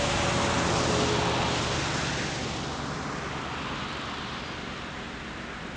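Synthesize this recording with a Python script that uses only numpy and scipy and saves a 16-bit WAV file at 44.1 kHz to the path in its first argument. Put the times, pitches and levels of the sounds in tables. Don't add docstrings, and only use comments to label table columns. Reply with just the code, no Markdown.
import sys
import numpy as np
from scipy import signal
from scipy.fft import rfft, irfft
from scipy.io import wavfile
from scipy.ndimage import uniform_filter1d

SR = 44100
rng = np.random.default_rng(int(sys.argv[2]) if len(sys.argv) > 2 else 0)


def generate_wav(sig):
    pcm = np.round(np.clip(np.atleast_2d(sig).T, -1, 1) * 32767).astype(np.int16)
    wavfile.write(sys.argv[1], SR, pcm)


N = 254016

# t/s, level/dB
TRAFFIC_FADE = [(0, -1), (.3, -0.5), (.65, 0.2), (.92, 0.9), (1.15, -0.5), (1.4, -0.5), (1.7, -1.5),
                (2.1, -2), (2.4, -3.5), (2.8, -6), (3.3, -7), (3.8, -8), (4.3, -11.5), (4.8, -11),
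                (5.3, -12), (5.76, -11)]


def gain_of(db):
    return 10 ** (np.asarray(db) / 20)


def evened(x):
    return x / np.sqrt(np.mean(x ** 2) + 1e-20)


def columns(rows, t):
    times, *curves = np.transpose(rows)
    return [np.interp(t, times, curve) for curve in curves]


def waver(size):
    return evened(uniform_filter1d(uniform_filter1d(rng.standard_normal(N), size), size))


def swell(t, peak_s, half_width_s):
    return np.exp(-.5 * ((t - peak_s) / half_width_s) ** 2)


def band(hz, centre_hz, octaves, db):
    shape = np.exp(-.5 * (np.log2(hz / centre_hz) / octaves) ** 2) / hz
    return shape / shape.sum(0) * gain_of(2 * db)


def harmonic_levels(rows, t):
    return [db - fade * t + rise_db * swell(t, s, width) for db, fade, s, width, rise_db in rows]


def hum(rate_hz, levels_db, multiples, waver_db, waver_rad):
    cycles = np.cumsum(rate_hz) / SR
    sound = np.zeros(N)
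    for k, db in zip(multiples, levels_db):
        level = gain_of(db + waver_db * np.sqrt(k) * waver(size=1500))
        phase = 2 * np.pi * k * cycles + waver_rad * np.sqrt(k) * waver(size=2500)
        sound += np.sqrt(2) * level * np.sin(phase)
    return sound


def lorry_engine(t, cycle_hz):
    # start level/dB, fade/(dB/s), swell time/s, half width/s, rise/dB
    tones = [(-61, 10, .3, 0.45, 13), (-42, 1.7, 1.3, .8, 3.5), (-45, 1.7, 1.07, 1, 11),
             (-49, 1, 2.3, 0.87, 10), (-53, 2.5, 0.78, 0.47, 3.5), (-59, -1.5, 2.4, 1, 1.5),
             (-65, 0, 2.3, 0.64, 13.5), (-53.5, -0.04, 5.0, 0.8, 3), (-60, 0.5, 2.8, 0.31, 2),
             (-53, 1.5, 3.1, 0.81, 7), (-59.5, 1.4, 3.8, 0.38, 13), (-64, 1, 2.7, .6, 7),
             (-63, -0.5, 3, 0.71, 4), (-67.5, 0.5, 3.2, .7, 7.5), (-70, 0, 3.7, 0.6, 15)]
    multiples = [2, 3, 5, 6, 7, 8, 9, 10, 11, 12, 13, 17, 18, 52, 55]
    return hum(cycle_hz, harmonic_levels(tones, t), multiples, waver_db=-0.1, waver_rad=0.091)


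def diesel_clatter(t, cycles):
    tick_s = 3.756
    cycles = cycles - cycles[round(tick_s * SR)]
    strength = gain_of(1.8 * rng.standard_normal(400))[np.floor(cycles).astype(int) % 400]
    ticks = np.exp(-(cycles % 1) / .13) + .2 * np.exp(-((cycles + .5) % 1) / .12)
    ticks = uniform_filter1d(strength * ticks, size=90)
    treble = signal.butter(3, [2600, 8000], "bandpass", fs=SR, output="sos")
    bright = signal.sosfilt(treble, rng.standard_normal(N))
    level_db = -52.5 + 1.36 * columns(TRAFFIC_FADE, t)[0] + 8.4 * swell(t, 4.03, 0.16)
    return gain_of(level_db) * evened(ticks * bright)


def car_engine(t, half_firing_hz):
    # start level/dB, fade/(dB/s), swell time/s, half width/s, rise/dB
    tones = [(-74, -2, .3, .7, 13), (-45, 1.2, 0.64, 0.98, 9.5), (-42.5, 3.5, 1, 0.33, 8),
             (-51.5, 1.5, 0.5, 0.37, 6), (-55, -0.2, 0.85, 0.72, 14.5), (-52, 1.7, 2.5, 0.62, 2),
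             (-53, 4, 1, 0.19, 12.5)]
    # t/s, lower hum/dB, upper hum/dB
    hums = [(0, -52, -39), (.2, -49, -41), (.45, -44, -38.5), (.7, -42, -45), (.93, -34, -41),
            (1.1, -36, -46), (1.25, -38, -46), (1.4, -43, -49), (1.65, -44, -51), (1.9, -51, -55),
            (3, -55, -62), (5.76, -59, -70)]
    multiples = [1, 2, 4, 5, 8, 19, 6, 10, 13]
    levels_db = harmonic_levels(tones, t) + columns(hums, t)
    return hum(half_firing_hz, levels_db, multiples, waver_db=0.5, waver_rad=.26)


def rumble_and_roar(t, hz):
    fade_db, = columns(TRAFFIC_FADE, t)
    rumble = band(hz, 139 - 6 * t, octaves=1.46, db=-35.5 + 0.65 * fade_db)
    drone_db = -27.5 + 0.96 * fade_db + 1.7 * swell(t, 0.98, 0.066)
    drone = band(hz, 330 - 3 * t, octaves=0.8448, db=drone_db)
    roar = band(hz, 932 + 89.5 * t, octaves=0.5, db=-30.5 + fade_db)
    return rumble + drone + roar


def slush(t, hz):
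    # t/s, wash level/dB, hiss level/dB
    wetness = [(0, -33.5, -31.5), (.3, -34, -30), (.7, -38, -34.5), (1.1, -68, -30), (1.5, -46, -28.5),
               (1.8, -36, -32), (2.15, -40, -33.5), (2.4, -36.5, -41.5), (2.6, -35, -42),
               (3.0, -36.5, -39.5), (3.3, -43.5, -35.5), (3.8, -59, -37), (4.4, -49, -39.5),
               (5.0, -47, -45.5), (5.3, -47.5, -46.5), (5.76, -47, -50)]
    # t/s, centre/Hz, level/dB
    fine_spray = [(0, 6200, -34), (.25, 6270, -34), (.45, 6340, -35), (.7, 6170, -33.5), (.95, 6080, -33),
                  (1.25, 6082, -38.5), (1.48, 6300, -42), (1.56, 6000, -35), (1.8, 5840, -35),
                  (2.05, 5900, -35.5), (2.4, 5700, -38), (2.7, 5960, -44), (3.5, 6003, -51),
                  (4.2, 6347, -55), (5.76, 6360, -55)]
    wash_db, hiss_db = columns(wetness, t)
    spray_hz, spray_db = columns(fine_spray, t)
    wash = band(hz, 1870, octaves=0.38, db=wash_db)
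    hiss = band(hz, 3383, octaves=0.35, db=hiss_db)
    spray = band(hz, spray_hz, octaves=0.24, db=spray_db)
    return wash, hiss, spray


def tread_song(t, hz):
    # t/s, half width/s, centre/Hz, glide/(Hz/s), width/octaves, level/dB
    swells = [(.5, 0.21, 1150, 30, .26, -34), (1.0, 0.14, 1340, 30, 0.28, -42),
              (1.4, 0.15, 940, 100, 0.33, -32), (2.13, 0.16, 1570, 600, .17, -34.5),
              (2.9, .2, 1180, 100, 0.19, -40), (3.5, 0.46, 1270, 30.2, 0.33, -39),
              (3.65, 0.14, 2570, 300, 0.097, -48), (4.25, 0.28, 1220, 30, 0.29, -41.5),
              (4.95, .3, 1395, 100, .3, -45.5), (5.45, 0.25, 1623, 30, 0.3, -45.5)]
    return sum(band(hz, np.maximum(centre + glide * (t - s), 200), octaves, db) * swell(t, s, width)
               for s, width, centre, glide, octaves, db in swells)


def echo_notches(hz, notch_hz, strength, reach):
    echo = np.clip(strength, 0, .95) * np.exp(-(hz / notch_hz / reach) ** 2)
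    return (1 + echo ** 2 + 2 * echo * np.cos(np.pi * hz / notch_hz)) / (1 + echo) ** 2


def ground_echoes(t, hz):
    # t/s, strength/0-1, first notch/Hz
    near_echo = [(0, 0.34, 5170), (.45, 0.43, 5150), (.75, 0, 5200), (1.0, 0.16, 5400), (1.35, 0.5, 5400),
                 (1.55, 0.42, 4830), (2.1, 0.32, 4650), (2.5, 0, 4600)]
    # t/s, f/Hz
    climbing_notch = [(2.0, 1040), (2.3, 1340), (2.65, 2127), (2.9, 2700), (3.1, 3400), (3.45, 4830),
                      (4.0, 6230)]
    near_strength, near_hz = columns(near_echo, t)
    far_hz, = columns(climbing_notch, t)
    near = echo_notches(hz, near_hz, near_strength, reach=0.94)
    far = echo_notches(hz, far_hz, strength=0.86 * swell(t, 2.9, 0.55), reach=1.4)
    return near * far


def road_noise():
    size, step = 1024, 256
    hz = np.fft.rfftfreq(size, 1 / SR)[:, None] + 1
    t = np.arange(N // step + 5) * step / SR
    real, imaginary, patches = rng.standard_normal((len(t), len(hz), 3)).T
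    patches = uniform_filter1d(patches, size=6, axis=0)
    patches = evened(uniform_filter1d(patches, size=16, axis=1))
    noise = (real + 1j * imaginary) * gain_of(0.57 * patches)
    notches = ground_echoes(t, hz)

    def sound_of(power):
        slices = noise * np.sqrt(3 / 8 * power * notches)
        return signal.istft(slices, nperseg=size, noverlap=size - step)[1][:N]

    wash, hiss, spray = slush(t, hz)
    smooth = rumble_and_roar(t, hz) + wash + tread_song(t, hz)
    spatter = gain_of(waver(size=60) + 0.61 * waver(size=600))
    return sound_of(smooth) + sound_of(hiss) * spatter ** 0.59 + sound_of(spray) * spatter


def tyre_whine(t):
    # t/s, f/Hz, level/dB
    whine = [(0, 962, -78), (.9, 950, -62), (1.05, 948, -50), (1.3, 945, -48.5), (1.55, 940, -49),
             (1.8, 937, -58), (2.0, 935, -80)]
    hz, db = columns(whine, t)
    return hum(hz, [db], multiples=[1], waver_db=1.5, waver_rad=.6)


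def body_knock(t, cycles):
    ring_hz, width_hz, smear_s = 1100, 340, .04
    blows = np.diff(np.floor(cycles), prepend=0) * gain_of(1.5 * rng.standard_normal(N))
    scattered_echoes = rng.standard_normal(round(smear_s * SR))
    blows = signal.oaconvolve(blows, scattered_echoes)[:N]
    body = signal.iirpeak(ring_hz, ring_hz / width_hz, fs=SR)
    ring = signal.lfilter(*body, signal.lfilter(*body, blows))
    return gain_of(-49.5) * swell(t, 3.7, .5) * evened(ring)


def far_traffic(t):
    # t/s, f/Hz, level/dB
    far_hum = [(0, 62, -80), (3.3, 62, -70), (4.0, 61, -58), (4.8, 58, -56), (5.4, 56, -54),
               (5.76, 55, -55)]
    hz, db = columns(far_hum, t)
    return hum(hz, [db], multiples=[1], waver_db=2.2, waver_rad=.6)


def whistle(t):
    start_s, length_s, pitch_hz = 4.4, .145, 4805
    age = t - start_s
    arch = np.sqrt(abs(np.sin(np.pi * np.clip(age / length_s, 0, 1))))
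    return gain_of(-50.5) * arch * np.sin(2 * np.pi * pitch_hz * age)


def scene():
    # t/s, lorry cycle rate/Hz, half the car's firing rate/Hz
    speeds = [(0, 24.59, 44.03), (.72, 24.13, 42.7), (1.3, 23.97, 41.55), (1.6, 23.79, 41.35),
              (2.16, 23.64, 40.67), (2.88, 23.38, 39.92), (3.96, 23.47, 39.2), (5.76, 23.57, 39.06)]
    t = np.arange(N) / SR
    lorry_hz, car_hz = columns(speeds, t)
    lorry_cycles = np.cumsum(lorry_hz) / SR
    hums = lorry_engine(t, lorry_hz) + car_engine(t, car_hz) + far_traffic(t) + tyre_whine(t)
    rattles = diesel_clatter(t, lorry_cycles) + body_knock(t, lorry_cycles)
    return (hums + rattles + road_noise() + whistle(t))[None]


def record(dry):
    # f/Hz, gain/dB
    response = [(20, -13), (33, -7.5), (41, -1), (50, 2.5), (75, -3.5), (100, -3), (135, 0.5), (200, 1),
                (400, 0.5), (485, 1), (600, 3), (800, 3.5), (1500, 3.5), (2500, 2), (3800, 2.5), (4700, 0),
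                (6000, -0.5), (7200, 1), (8000, -1.5), (9000, -1.5), (9500, -5.5), (9850, -14)]
    hz, db = np.transpose(response)
    colour = gain_of(np.interp(np.log(np.fft.rfftfreq(N, 1 / SR) + 1), np.log(hz), db))
    hiss = gain_of(-76) * rng.standard_normal(N)
    heard = irfft(rfft(dry + hiss) * colour, N)
    treble_cut = signal.firwin(1023, cutoff=9884, window=("kaiser", 10), fs=SR)
    return signal.oaconvolve(heard, treble_cut[None], "same")


dry = scene()
out = record(dry)
generate_wav(out)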